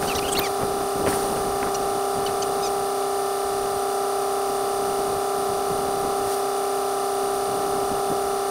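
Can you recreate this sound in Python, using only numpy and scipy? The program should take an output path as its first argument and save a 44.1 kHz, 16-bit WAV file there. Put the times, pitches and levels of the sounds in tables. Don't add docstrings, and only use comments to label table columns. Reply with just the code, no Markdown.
import sys
import numpy as np
from scipy.fft import rfft, irfft, next_fast_len
from scipy.io import wavfile
from scipy.ndimage import uniform_filter1d, map_coordinates

SR = 44100
rng = np.random.default_rng(int(sys.argv[2]) if len(sys.argv) > 2 else 0)


def store_wav(level_fs):
    pcm = np.round(np.clip(np.atleast_2d(level_fs), -1, 1) * 32767)
    wavfile.write(sys.argv[1], SR, pcm.T.astype(np.int16))


N = 374894


def amp(db):
    return 10 ** (np.asarray(db) / 20)


def unit(x):
    return x / np.sqrt(np.mean(x ** 2) + 1e-20)


def wobble(rate):
    return map_coordinates(rng.standard_normal(int(N * rate / SR) + 4), [np.arange(N) * rate / SR])


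def jitter(shape, size):
    return unit(uniform_filter1d(rng.standard_normal(shape), size=size))


def swell(start, length, rise, fall):
    t = np.arange(N) / SR - start
    return np.clip(np.minimum(t / rise, (length - t) / fall) + .5, 0, 1)


def filtered(x, response):
    size = next_fast_len(N + SR // 2)
    return irfft(rfft(x, size) * response(np.fft.rfftfreq(size, 1 / SR)), size)[:N]


def noise(spectrum):
    f, db = np.transpose(spectrum)
    colour = lambda hz: amp(np.interp(np.log(hz + 1), np.log(f), db))
    return unit(filtered(rng.standard_normal(N), colour))


def resonate(x, modes):
    mode = lambda f, centre, width: (2j * f * width / (centre ** 2 - f ** 2 + 2j * f * width)) ** 2
    return unit(filtered(x, lambda f: sum(amp(db) * mode(f, hz, width) for hz, width, db in modes)))


def add(track, start, sound):
    part = track[max(round(start * SR), 0):][:len(sound)]
    part += sound[:len(part)]


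TURN_HZ, SEGMENTS = 33.06, 12
# order, relative level/dB
SHAFT_ORDERS = [(4, -29), (8, -17), (12, 0), (13, -10), (14, -16), (17, -23), (18, -13.5), (19, -11.5),
                (20, -14), (21, -16), (22, -5.5), (23, -15), (24, -3.5), (25, -22), (26, -26), (30, -20),
                (31, -23), (32, -23), (34, -19), (35, -21), (36, -11.5), (37, -15.5), (38, -21), (39, -22),
                (40, -12.5), (41, -22), (42, -21), (43, -24), (44, -29), (47, -30)]
# t/s, duration/s
SINGING_SPELLS = [(2.18, .14), (3.06, .7), (8.38, .3)]


def motor_whine(turns):
    lag = .39
    harmonic = lambda k: np.cos(2 * np.pi * (k * turns - lag * k ** 2))
    singing = sum(swell(start, length, rise=.046, fall=.046) for start, length in SINGING_SPELLS)
    whine = np.zeros(N)
    for k, db in SHAFT_ORDERS:
        dip_db = -1 * singing if k % SEGMENTS else 0
        whine += amp(db + .56 * wobble(5.7) + dip_db) * harmonic(k)
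    creep_db = -1.8 * np.clip(1 - np.arange(N) / SR / 2.3, 0, 1)
    overtone = amp(-52 + 7 * singing) * harmonic(54)
    return amp(-24.5 + creep_db) * unit(whine) + overtone


def rubbing(turns, fresh):
    surface = rng.standard_normal(round(SR / TURN_HZ))
    repeated = map_coordinates(surface, [turns % 1 * len(surface)], mode="grid-wrap")
    return np.sqrt(1 - fresh) * repeated + np.sqrt(fresh) * rng.standard_normal(N)


def segment_pulses(turns, sharpness, uneven_db):
    strength = amp(uneven_db * unit(rng.standard_normal(SEGMENTS)))
    segment = np.floor(turns * SEGMENTS).astype(int) % SEGMENTS
    return strength[segment] * np.exp(-sharpness * np.cos(2 * np.pi * SEGMENTS * turns))


# f/Hz, width/Hz, relative level/dB
HOUSING_MODES = [(1785, 70, 1), (2380, 130, -5), (2920, 130, -7), (3520, 80, 1), (3950, 80, 1),
                 (4130, 60, -5), (4370, 130, -3), (4770, 130, 0), (5290, 80, -3), (5900, 200, -2),
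                 (6350, 150, -9), (7080, 150, -10)]


def rotor_rub(turns):
    friction = rubbing(turns, fresh=.1) * segment_pulses(turns, sharpness=.6, uneven_db=1.5)
    return amp(-43) * resonate(friction, HOUSING_MODES)


# f/Hz, width/Hz, relative level/dB
BRUSH_MODES = [(8250, 130, -5), (8690, 130, -5), (9005, 35, -1), (9275, 70, 1), (9415, 110, 2),
               (9730, 140, -3), (10430, 200, -10), (11000, 200, -15), (11480, 140, -6), (11780, 100, -14),
               (12150, 200, -12), (13650, 700, -15)]


def brush_ticks(turns):
    friction = rubbing(turns, fresh=.4) * segment_pulses(turns, sharpness=1.8, uneven_db=1.2)
    return amp(-43) * resonate(friction, BRUSH_MODES)


def rotor_scrape(turns):
    contact = np.exp(6 * np.cos(2 * np.pi * turns))
    return amp(-52) * resonate(rubbing(turns, fresh=.15) * contact, [(2900, 230, 0)])


# f/Hz, relative level/dB
BEARING_SPECTRUM = [(100, -11), (220, -6), (420, -2), (520, -3.5), (720, -3), (900, -5), (1100, 0.5),
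                    (1350, -8.5), (1550, -17), (2200, -20), (4000, -57)]


def motor():
    shaft_hz = TURN_HZ * (1 + .001156 * wobble(18) + .000839 * wobble(70))
    turns = np.cumsum(shaft_hz) / SR
    rotation = motor_whine(turns) + rotor_rub(turns) + brush_ticks(turns) + rotor_scrape(turns)
    return rotation + amp(-38.5) * noise(BEARING_SPECTRUM)


# f/Hz, relative level/dB
HISS_SPECTRUM = [(300, -47), (1500, 3.5), (2500, -5.5), (3300, -5.5), (4500, 0), (6200, -3), (7600, -4.5),
                 (8800, -1.5), (11000, -4), (13500, -5), (15700, -7.5)]
# t/s, rise time/s, peak level/dB, T60/s
CHUCK_LEAKS = [(0, .02, -36, 1.6), (1.05, .04, -31.5, 1.3), (6.22, .12, -35, 0.22)]
# t/s, duration/s, gain/dB
VALVE_SWELLS = [(1.08, .32, 1.5), (7.1, .4, 3)]


def air_hiss():
    t = np.arange(N) / SR
    power = amp(-39) ** 2
    for start, rise, db, t60 in CHUCK_LEAKS:
        opening = np.clip((t - start) / rise, 0, 1)
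        decay_db = -60 * np.maximum(t - start - rise, 0) / t60
        power = power + (opening * amp(db + decay_db)) ** 2
    whistle = resonate(rng.standard_normal(N), [(9350, 450, 0)])
    swell_db = sum(db * swell(start, length, rise=.15, fall=.15) for start, length, db in VALVE_SWELLS)
    flow = np.sqrt(power) * amp(.092 * wobble(6.8))
    return flow * (noise(HISS_SPECTRUM) + amp(-6 + swell_db) * whistle)


# f/Hz, relative level/dB
RUMBLE_SPECTRUM = [(12, -30), (20, 3), (59, 4), (195, 2.5), (267, -4.5), (293, -36), (330, -1), (430, 6.5),
                   (730, -120)]
SCUFF_SPECTRUM = [(60, -11.5), (150, -4), (280, -1), (600, -4.5), (1200, -11.5), (2200, -40), (5000, -45),
                  (15000, -44)]
# t/s, duration/s, rumble level/dB, scuff level/dB
MOVEMENTS = [(0, 0.52, -41, -32.5), (0.589, 0.28, -44, -34), (0.938, 0.49, -42, -32),
             (1.44, .55, -45.5, -37), (2.136, 0.24, -42, -37.5), (2.348, .5, -50, -39.5),
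             (3.51, .28, -45.5, -44), (4.483, 0.47, -47, -42), (4.975, 0.22, -44, -37.5),
             (5.34, 0.37, -47, -41), (5.665, 0.64, -44, -36.5), (7.185, 0.34, -53, -45),
             (7.465, 0.54, -46.5, -37.5), (8.05, 0.37, -48, -45.5)]


def shuffling():
    rumble, scuff = amp(-63), amp(-56.5)
    for start, length, rumble_db, scuff_db in MOVEMENTS:
        spell = swell(start, length, rise=.024, fall=.028)
        rumble = np.maximum(rumble, amp(rumble_db) * spell)
        scuff = np.maximum(scuff, amp(scuff_db) * spell)
    pressure = wobble(24)
    rumble *= amp(2.4 * pressure) * noise(RUMBLE_SPECTRUM)
    scuff *= amp(2 * pressure + 2.4 * wobble(300)) * noise(SCUFF_SPECTRUM)
    return rumble + scuff


# t/s, thud level/dB, thud f/Hz, crunch level/dB
IMPACTS = [(.022, -26, 202, -25), (.145, -32, 70, -36), (.381, -30, 89, -23.5), (.61, -32, 182, -32),
           (.8, -38, 122, -33), (1.061, -30, 108, -21.5), (1.076, -19, 257, -27), (1.117, -36, 277, -28),
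           (1.222, -37, 84, -46), (1.361, -32, 123, -27), (1.49, -37, 69.5, -35), (1.619, -35, 60, -28),
           (1.658, -29, 196, -30), (2.17, -38, 99, -46), (2.282, -34, 119, -30), (2.8, -41, 60, -46),
           (3.445, -38, 70, -48), (5.156, -38, 100, -42), (5.7, -29, 191, -37), (6.255, -38, 91, -40),
           (8.095, -27, 158.5, -42), (8.106, -23.5, 325, -43)]


def steps_and_knocks():
    thuds, crunch_gain = np.zeros(N), np.zeros(N)
    t = np.arange(SR // 2) / SR
    attack_s, t60_s = .004, .11
    envelope = (1 - np.exp(-t / attack_s)) ** 2 * amp(-60 * t / t60_s)
    envelope /= envelope.max()
    for start, thud_db, thud_hz, crunch_db in IMPACTS:
        pitch = thud_hz * (1 + .3 * jitter(len(t), size=150))
        add(thuds, start, amp(thud_db) * envelope * np.sin(2 * np.pi * np.cumsum(pitch) / SR))
        add(crunch_gain, start, amp(crunch_db) * envelope)
    snow = noise([(80, -46), (250, -2), (500, -2.5), (1200, -6), (2600, -18.5), (4000, -33),
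                  (15000, -51)])
    grains = amp(4.8 * wobble(500))
    return thuds + crunch_gain * unit(snow * grains)


def bell(x, centre, width):
    return np.exp(-((x - centre) / width) ** 2)


# t/s, duration/s, mid-slip f/Hz, glide as a share of f, level/dB,
# formant f/Hz, formant level/dB relative to the second partial
SEAL_SLIPS = [(0.073, .034, 1550, -0.081, -32.5, 4800, -2), (0.102, 0.032, 1310, -0.17, -29, 3970, -21),
              (.147, .03, 1990, .28, -31.5, 5000, 0), (0.179, 0.019, 1354, -.43, -31.5, 4300, -0.5),
              (0.22, 0.017, 1250, -0.039, -33, 4000, -24), (0.237, 0.041, 1464, -0.044, -32.5, 4500, -15),
              (0.279, 0.023, 1620, -.04, -29, 7200, -10), (0.317, .025, 1710, 0.026, -33, 8240, 6.5),
              (.348, .02, 1410, 0.15, -27.5, 5000, -15), (.364, 0.039, 2220, -.1, -24, 6500, -19),
              (.409, 0.034, 1256, .02, -31, 13100, -13), (0.433, 0.046, 1123, -0.28, -31, 4900, -4.5),
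              (1.743, 0.019, 1445, 0.16, -33.5, 5700, 4), (2.26, 0.02, 1516, -0.19, -32, 4400, -4),
              (2.42, 0.016, 1540, -0.23, -33.5, 5800, 6), (2.62, 0.067, 1244, -0.15, -45, 5370, 12)]


def seal_squeaks():
    out = np.zeros(N)
    k = np.arange(1, 12)[:, None]
    for start, length, hz, slide, db, formant_hz, formant_db in SEAL_SLIPS:
        n = round(length * SR)
        progress = np.linspace(0, 1, n)
        pitch_ratio = hz / 1482
        sag = .15 * pitch_ratio ** 2.5 * (2 * progress - 1) ** 2
        glide = hz * (1 + slide * (progress - .5) - sag)
        partial_hz = k * glide * (1 + .018 * jitter(n, size=20) + .011 * jitter(n, size=250))
        formant = amp(formant_db) * bell(partial_hz, formant_hz, 1900)
        shrill = amp(-15.5 + 28 * np.log2(pitch_ratio)) * bell(partial_hz, 13800, 1800)
        overtones = formant + amp(-7) / k + shrill * bell(progress, .74, .24)
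        weights = np.where(k == 2, 1, overtones) * (partial_hz < SR / 2)
        grip = amp(2.5 * jitter(weights.shape, size=300) + 2.5 * jitter(n, size=30))
        phase = 2 * np.pi * np.cumsum(partial_hz, axis=1) / SR
        tone = np.sum(weights * grip * np.sin(phase), axis=0)
        envelope = np.sqrt(np.abs(np.sin(np.pi * progress)))
        add(out, start, amp(db) * envelope * tone)
    return out


def scene():
    mono = motor() + air_hiss() + shuffling() + steps_and_knocks() + seal_squeaks()
    return np.array([mono, mono])


def record(dry):
    cutoff_hz = 15750
    return np.array([filtered(channel, lambda hz: hz < cutoff_hz) for channel in dry])


dry = scene()
out = record(dry)
store_wav(out)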